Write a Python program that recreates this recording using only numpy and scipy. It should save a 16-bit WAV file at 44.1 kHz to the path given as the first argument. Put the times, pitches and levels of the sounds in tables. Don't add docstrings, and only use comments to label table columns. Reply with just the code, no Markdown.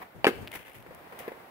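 import sys
import numpy as np
from scipy import signal
from scipy.fft import rfft, irfft, next_fast_len
from scipy.io import wavfile
from scipy.ndimage import map_coordinates

SR = 44100
rng = np.random.default_rng(int(sys.argv[2]) if len(sys.argv) > 2 else 0)


def generate_wav(sig):
    pcm = np.round(np.clip(np.atleast_2d(sig).T, -1, 1) * 32767).astype(np.int16)
    wavfile.write(sys.argv[1], SR, pcm)


N = 66150

# freq_hz, level_db
HISS_SPECTRUM = [(1000, -26), (4000, -7), (7500, -9), (10500, -1.5), (15500, -1.5)]
# freq_hz, correlation
DART_LIKENESS = [(500, 0.95), (2500, 0.5), (10000, 0.16)]


def dart():
    slap_hits = [(.2443, -7.5), (.2533, -16)]  # start_s, level_db
    slap_modes = [(395, -4.5, 2.6), (630, -1, 3.26), (910, -3, 6.2), (1746, -15, 16), (2800, -2.5, 11.2),
                  (4610, -15, 20)]
    thud_modes = [(401, -2, 6.23), (870, -15, 9.4), (1340, -12.5, 16), (1738, -9, 17.2), (2220, -3, 3.8),
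                  (2540, -13.5, 16)]
    slap_ring = [(782, -24, 0.039), (2328, -26, 0.035)]  # pitch_hz, level_db, t60_s
    thud_ring = [(205.4, -34, .11), (254.8, -27.5, 0.13), (355.5, -24.5, 0.12), (396, -26.5, .15),
                 (468, -26.5, 0.13), (519, -32, .14), (810, -29.5, .075), (1200, -36, 0.14),
                 (1612, -30, 0.04), (2117, -32, .08)]
    skids = [(.245, -27, 0.0038, 0.0849, -48), (.269, -22, 0.0064, 0.0984, -34.5)]  # start_s, level_db, rise_s, t60_s, grit_db
    skid_spectrum = [(90, -28), (220, -1), (400, 0.5), (620, -3.5), (820, -5), (1100, -4), (1700, -5),
                     (2700, -10.5), (4000, -16.5), (6500, -29), (16000, -32)]
    slap_s, thud_s, thud_db = slap_hits[0][0], 0.2678, -6
    slaps = sum(amp(db) * blow(s, slap_modes, cut_hz=260, crack_db=-20, hollow=True)
                for s, db in slap_hits)
    thud = amp(thud_db) * blow(thud_s, thud_modes, cut_hz=99, crack_db=-15)
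    skid = 0
    for start_s, level_db, rise_s, t60_s, grit_db in skids:
        slide = amp(level_db) * noise(skid_spectrum, DART_LIKENESS)
        grit = amp(grit_db) * noise(HISS_SPECTRUM, DART_LIKENESS)
        skid += (slide + grit) * swell(start_s, rise_s, t60_s)
    ring = ringing(slap_s, slap_ring) + ringing(thud_s, thud_ring)
    return lag_left(slaps + thud + skid + ring, lag_s=0.00014)


def blow(start_s, modes, cut_hz, crack_db, hollow=False):
    crack_spectrum = [(500, -20), (1800, -0.5), (2700, 3), (4200, -1), (6500, -17.5), (10000, -9),
                      (16000, -26)]
    body = sum((-1) ** (k * hollow) * amp(db) * push(start_s, hz, cycles)
               for k, (hz, db, cycles) in enumerate(modes))
    crack = noise(crack_spectrum, DART_LIKENESS) * swell(start_s, rise_s=0.00038, t60_s=0.017)
    return low_cut(body, cut_hz) + amp(crack_db) * crack


def ringing(start_s, modes, rise_s=0.0096):
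    t = since(start_s)
    return sum(amp(db) * swell(start_s, rise_s, t60_s) * np.sin(2 * np.pi * (hz * t + rng.random()))
               for hz, db, t60_s in modes)


def feet():
    steps = [(0.8627, -43, 467, 2.5, -44.5), (.907, -43, 512, 15, -49), (1.1232, -42, 626, 3.1, -43),
             (1.203, -43.5, 545.2, 3.8, -42), (1.2782, -28, 423, 7.3, -33.5),
             (1.3184, -29.5, 494, 3.6, -42)]
    grit_spectrum = [(80, -23.5), (250, 2), (500, 4.5), (1000, -8.5), (1900, -3), (3200, -20),
                     (7000, -36.5), (14000, -23)]
    scuffs = [(.001, -39, 0.029, 0.03), (.9, -54, 0.024, 0.34), (1.121, -45, .004, 0.09),
              (1.238, -46, 0.013, 0.32)]
    scuff_spectrum = [(150, -20), (600, -9), (730, 5), (860, -8), (1030, 4.5), (1200, -5.5), (2200, -8),
                      (3500, -24), (7000, -35.5), (14000, -25)]
    soles = sum(amp(db) * push(s, hz, cycles) for s, db, hz, cycles, _ in steps)
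    grit_envelope = sum(amp(db) * swell(s, rise_s=0.0018, t60_s=0.07) for s, *_, db in steps)
    grit = noise(grit_spectrum) * grit_envelope
    scuffing = noise(scuff_spectrum) * swells(scuffs)
    return lag_left(low_cut(soles, hz=130) + grit + scuffing, lag_s=0.00018)


def ticks():
    taps = [(.475, -26, -49, -0.5), (.48, -31, -55, 2), (0.5175, -34.5, -44.5, 5), (0.5195, -39, -60, 2),
            (.733, -49, -51.5, 3), (0.826, -43.5, -53.5, 0), (0.9482, -51, -45, 1)]
    tap_spectrum = [(300, -38), (1400, -10.5), (2800, -0.5), (5000, -16), (6700, -31), (16000, -22)]  # freq_hz, level_db
    crackle_spectrum = [(4000, -16), (9500, -1), (13500, 0), (15500, -7)]  # freq_hz, level_db
    crackle_noise = noise(crackle_spectrum)
    mix = 0
    for start_s, peak_db, crackle_db, pan_db in taps:
        tap = amp(peak_db) * click(start_s, tap_spectrum)
        crackle = amp(crackle_db) * crackle_noise * swell(start_s, rise_s=0.00027, t60_s=0.012)
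        mix += (tap + crackle) * pan(pan_db)
    return mix


def finger_scrape(start_s=0.527, length_s=0.034, scatter_s=0.00121, slips=5, level_db=-38):
    slips_s = start_s + np.linspace(0, length_s, slips) + scatter_s * rng.standard_normal(slips)
    return amp(level_db) * sum(push(s, hz=2110, cycles=15.4) for s in slips_s)


def finger_rubs(grain_db=2.5):
    rubs = [(.509, -46.5, -64, .009, .03), (.524, -45, -51.5, 0.0054, 0.32),
            (.532, -43, -44.5, .026, 0.1137), (0.582, -54, -60.5, 0.031, 0.43),
            (.644, -53, -60.5, 0.03, 0.43), (0.74, -52, -52.5, 0.013, 0.24),
            (1.1883, -45.5, -42.5, .002, 0.12), (1.2, -52, -61, 0.0086, 0.52)]
    rasp_spectrum = [(150, -11.5), (500, -0.5), (1400, -4.5), (2050, 1), (3200, -6), (4500, -24.5),
                     (16000, -41)]
    rasp = noise(rasp_spectrum) * swells((s, db, rise_s, t60_s) for s, db, _, rise_s, t60_s in rubs)
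    hiss = noise(HISS_SPECTRUM) * swells((s, db, rise_s, t60_s) for s, _, db, rise_s, t60_s in rubs)
    grain = unit(amp(grain_db * wobble(rate_hz=400)))
    return (rasp + hiss) * grain * pan(-0.5)


def breeze():
    puffs = [(0.139, -48, 0.026, 0.5), (.298, -45.5, 0.084, 0.47), (.404, -42, 0.021, 0.16),
             (.535, -57, 0.024, 0.73), (.738, -54, 0.037, 0.7), (.85, -57, 0.058, .5)]
    puff_spectrum = [(20, -30), (60, 4.5), (130, 6), (250, -1.5), (450, -3.5), (900, -19), (3000, -35.5)]  # freq_hz, level_db
    return noise(puff_spectrum) * swells(puffs) * pan(3.5)


def yard_echo(x, level_db=-16.5, delay_s=0.012):
    decay_times = [(100, 0.51), (400, 0.54), (1000, 0.3), (2500, 0.54), (14000, 0.79)]  # freq_hz, t60_s
    hz, t, bands = signal.stft(rng.standard_normal((2, SR // 2)), SR, nperseg=256)
    decay = np.exp(-np.log(1000) * t / along(decay_times, hz)[:, None])
    tail = signal.istft(bands * decay, SR)[1]
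    tail = np.pad(tail / np.linalg.norm(tail[0]), ((0, 0), (round(delay_s * SR), 0)))
    return amp(level_db) * signal.fftconvolve(x, tail, axes=1)[:, :N]


def hush(waver_db=1.33):
    levels = [(0, -50), (.1, -55.5), (.23, -53.5), (.45, -48), (.62, -57.5), (.84, -56.5), (0.998, -49),
              (1.25, -49.5), (1.5, -51)]
    spectrum = [(25, -30), (48, -15), (161, -10.5), (451, -6.5), (754, -4), (1330, -10.5), (1940, -11.5),
                (2690, -18.5), (6740, -35), (16000, -26)]
    likeness = [(60, 0.59), (240, 0.98), (950, 0.051), (3770, -0.16), (15000, 0.16)]  # freq_hz, correlation
    balance = [(80, -3), (400, 0), (950, -2), (2400, -0.8)]  # freq_hz, pan_db
    level_db = np.interp(since(0), *np.transpose(levels)) + waver_db * wobble(rate_hz=14.17)
    return pan_bands(noise(spectrum, likeness), balance) * amp(level_db)


def push(start_s, hz, cycles):
    turns = since(start_s) * hz
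    age = turns * 3 * np.pi / cycles
    swing = -np.sin(2 * np.pi * turns) * age * np.exp(-age)
    return swing / abs(swing).max()


def click(start_s, spectrum, size=2048):
    gain = amp(along(spectrum, np.fft.rfftfreq(size, 1 / SR)))
    cepstrum = irfft(np.log(gain))
    cepstrum[1:size // 2] *= 2
    cepstrum[size // 2 + 1:] = 0
    pulse = irfft(np.exp(rfft(cepstrum)))
    return np.pad(pulse / abs(pulse).max(), (round(start_s * SR), N))[:N]


def noise(spectrum, likeness=None):
    near_likeness = [(60, 0), (350, 0.75), (2000, 0.03), (12000, 0)]

    def mid_side_gain(hz):
        angle = np.arccos(np.clip(along(likeness or near_likeness, hz), -1, 1)) / 2
        return amp(along(spectrum, hz)) * [np.cos(angle), np.sin(angle)]

    mid, side = filtered(rng.standard_normal((2, N)), mid_side_gain)
    return unit(np.array([mid + side, mid - side]))


def swell(start_s, rise_s, t60_s):
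    rise = np.sin(np.pi / 2 * np.minimum(since(start_s) / rise_s, 1)) ** 2
    return rise * np.exp(-np.log(1000) * since(start_s + rise_s) / t60_s)


def swells(events):
    return sum(amp(db) * swell(s, rise_s, t60_s) for s, db, rise_s, t60_s in events)


def wobble(rate_hz):
    knots = rng.standard_normal(int(N * rate_hz / SR) + 4)
    return map_coordinates(knots, [np.arange(N) * rate_hz / SR])


def filtered(x, response):
    size = next_fast_len(N + SR // 2)
    return irfft(rfft(x, size) * response(np.fft.rfftfreq(size, 1 / SR)), size)[..., :N]


def low_cut(x, hz):
    return signal.sosfilt(signal.butter(2, hz, "high", fs=SR, output="sos"), x)


def lag_left(x, lag_s):
    return filtered(x, lambda hz: np.exp(-1j * np.pi * hz * lag_s * np.array([[1], [-1]])))


def pan(pan_db):
    return amp(pan_db * np.array([[1], [-1]]))


def pan_bands(x, balance):
    return filtered(x, lambda hz: pan(along(balance, hz)))


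def along(points, hz):
    freq_hz, values = np.transpose(points)
    return np.interp(np.log(hz + 1), np.log(freq_hz + 1), values)


def since(start_s):
    return np.maximum(np.arange(N) / SR - start_s, 0)


def amp(db):
    return 10 ** (np.asarray(db) / 20)


def unit(x):
    return x / np.sqrt(np.mean(x ** 2) + 1e-20)


def scene():
    ground = dart() + feet()
    return ground + yard_echo(ground) + ticks() + finger_scrape() + finger_rubs() + breeze() + hush()


def record(dry):
    port_balance = [(100, 0), (300, -0.26), (750, -0.5), (2100, 3.5), (5000, 0), (9000, 1.4), (15000, 1.6)]  # freq_hz, pan_db
    top_hz = 15750
    return filtered(pan_bands(dry, port_balance), lambda hz: hz < top_hz)


dry = scene()
out = record(dry)
generate_wav(out)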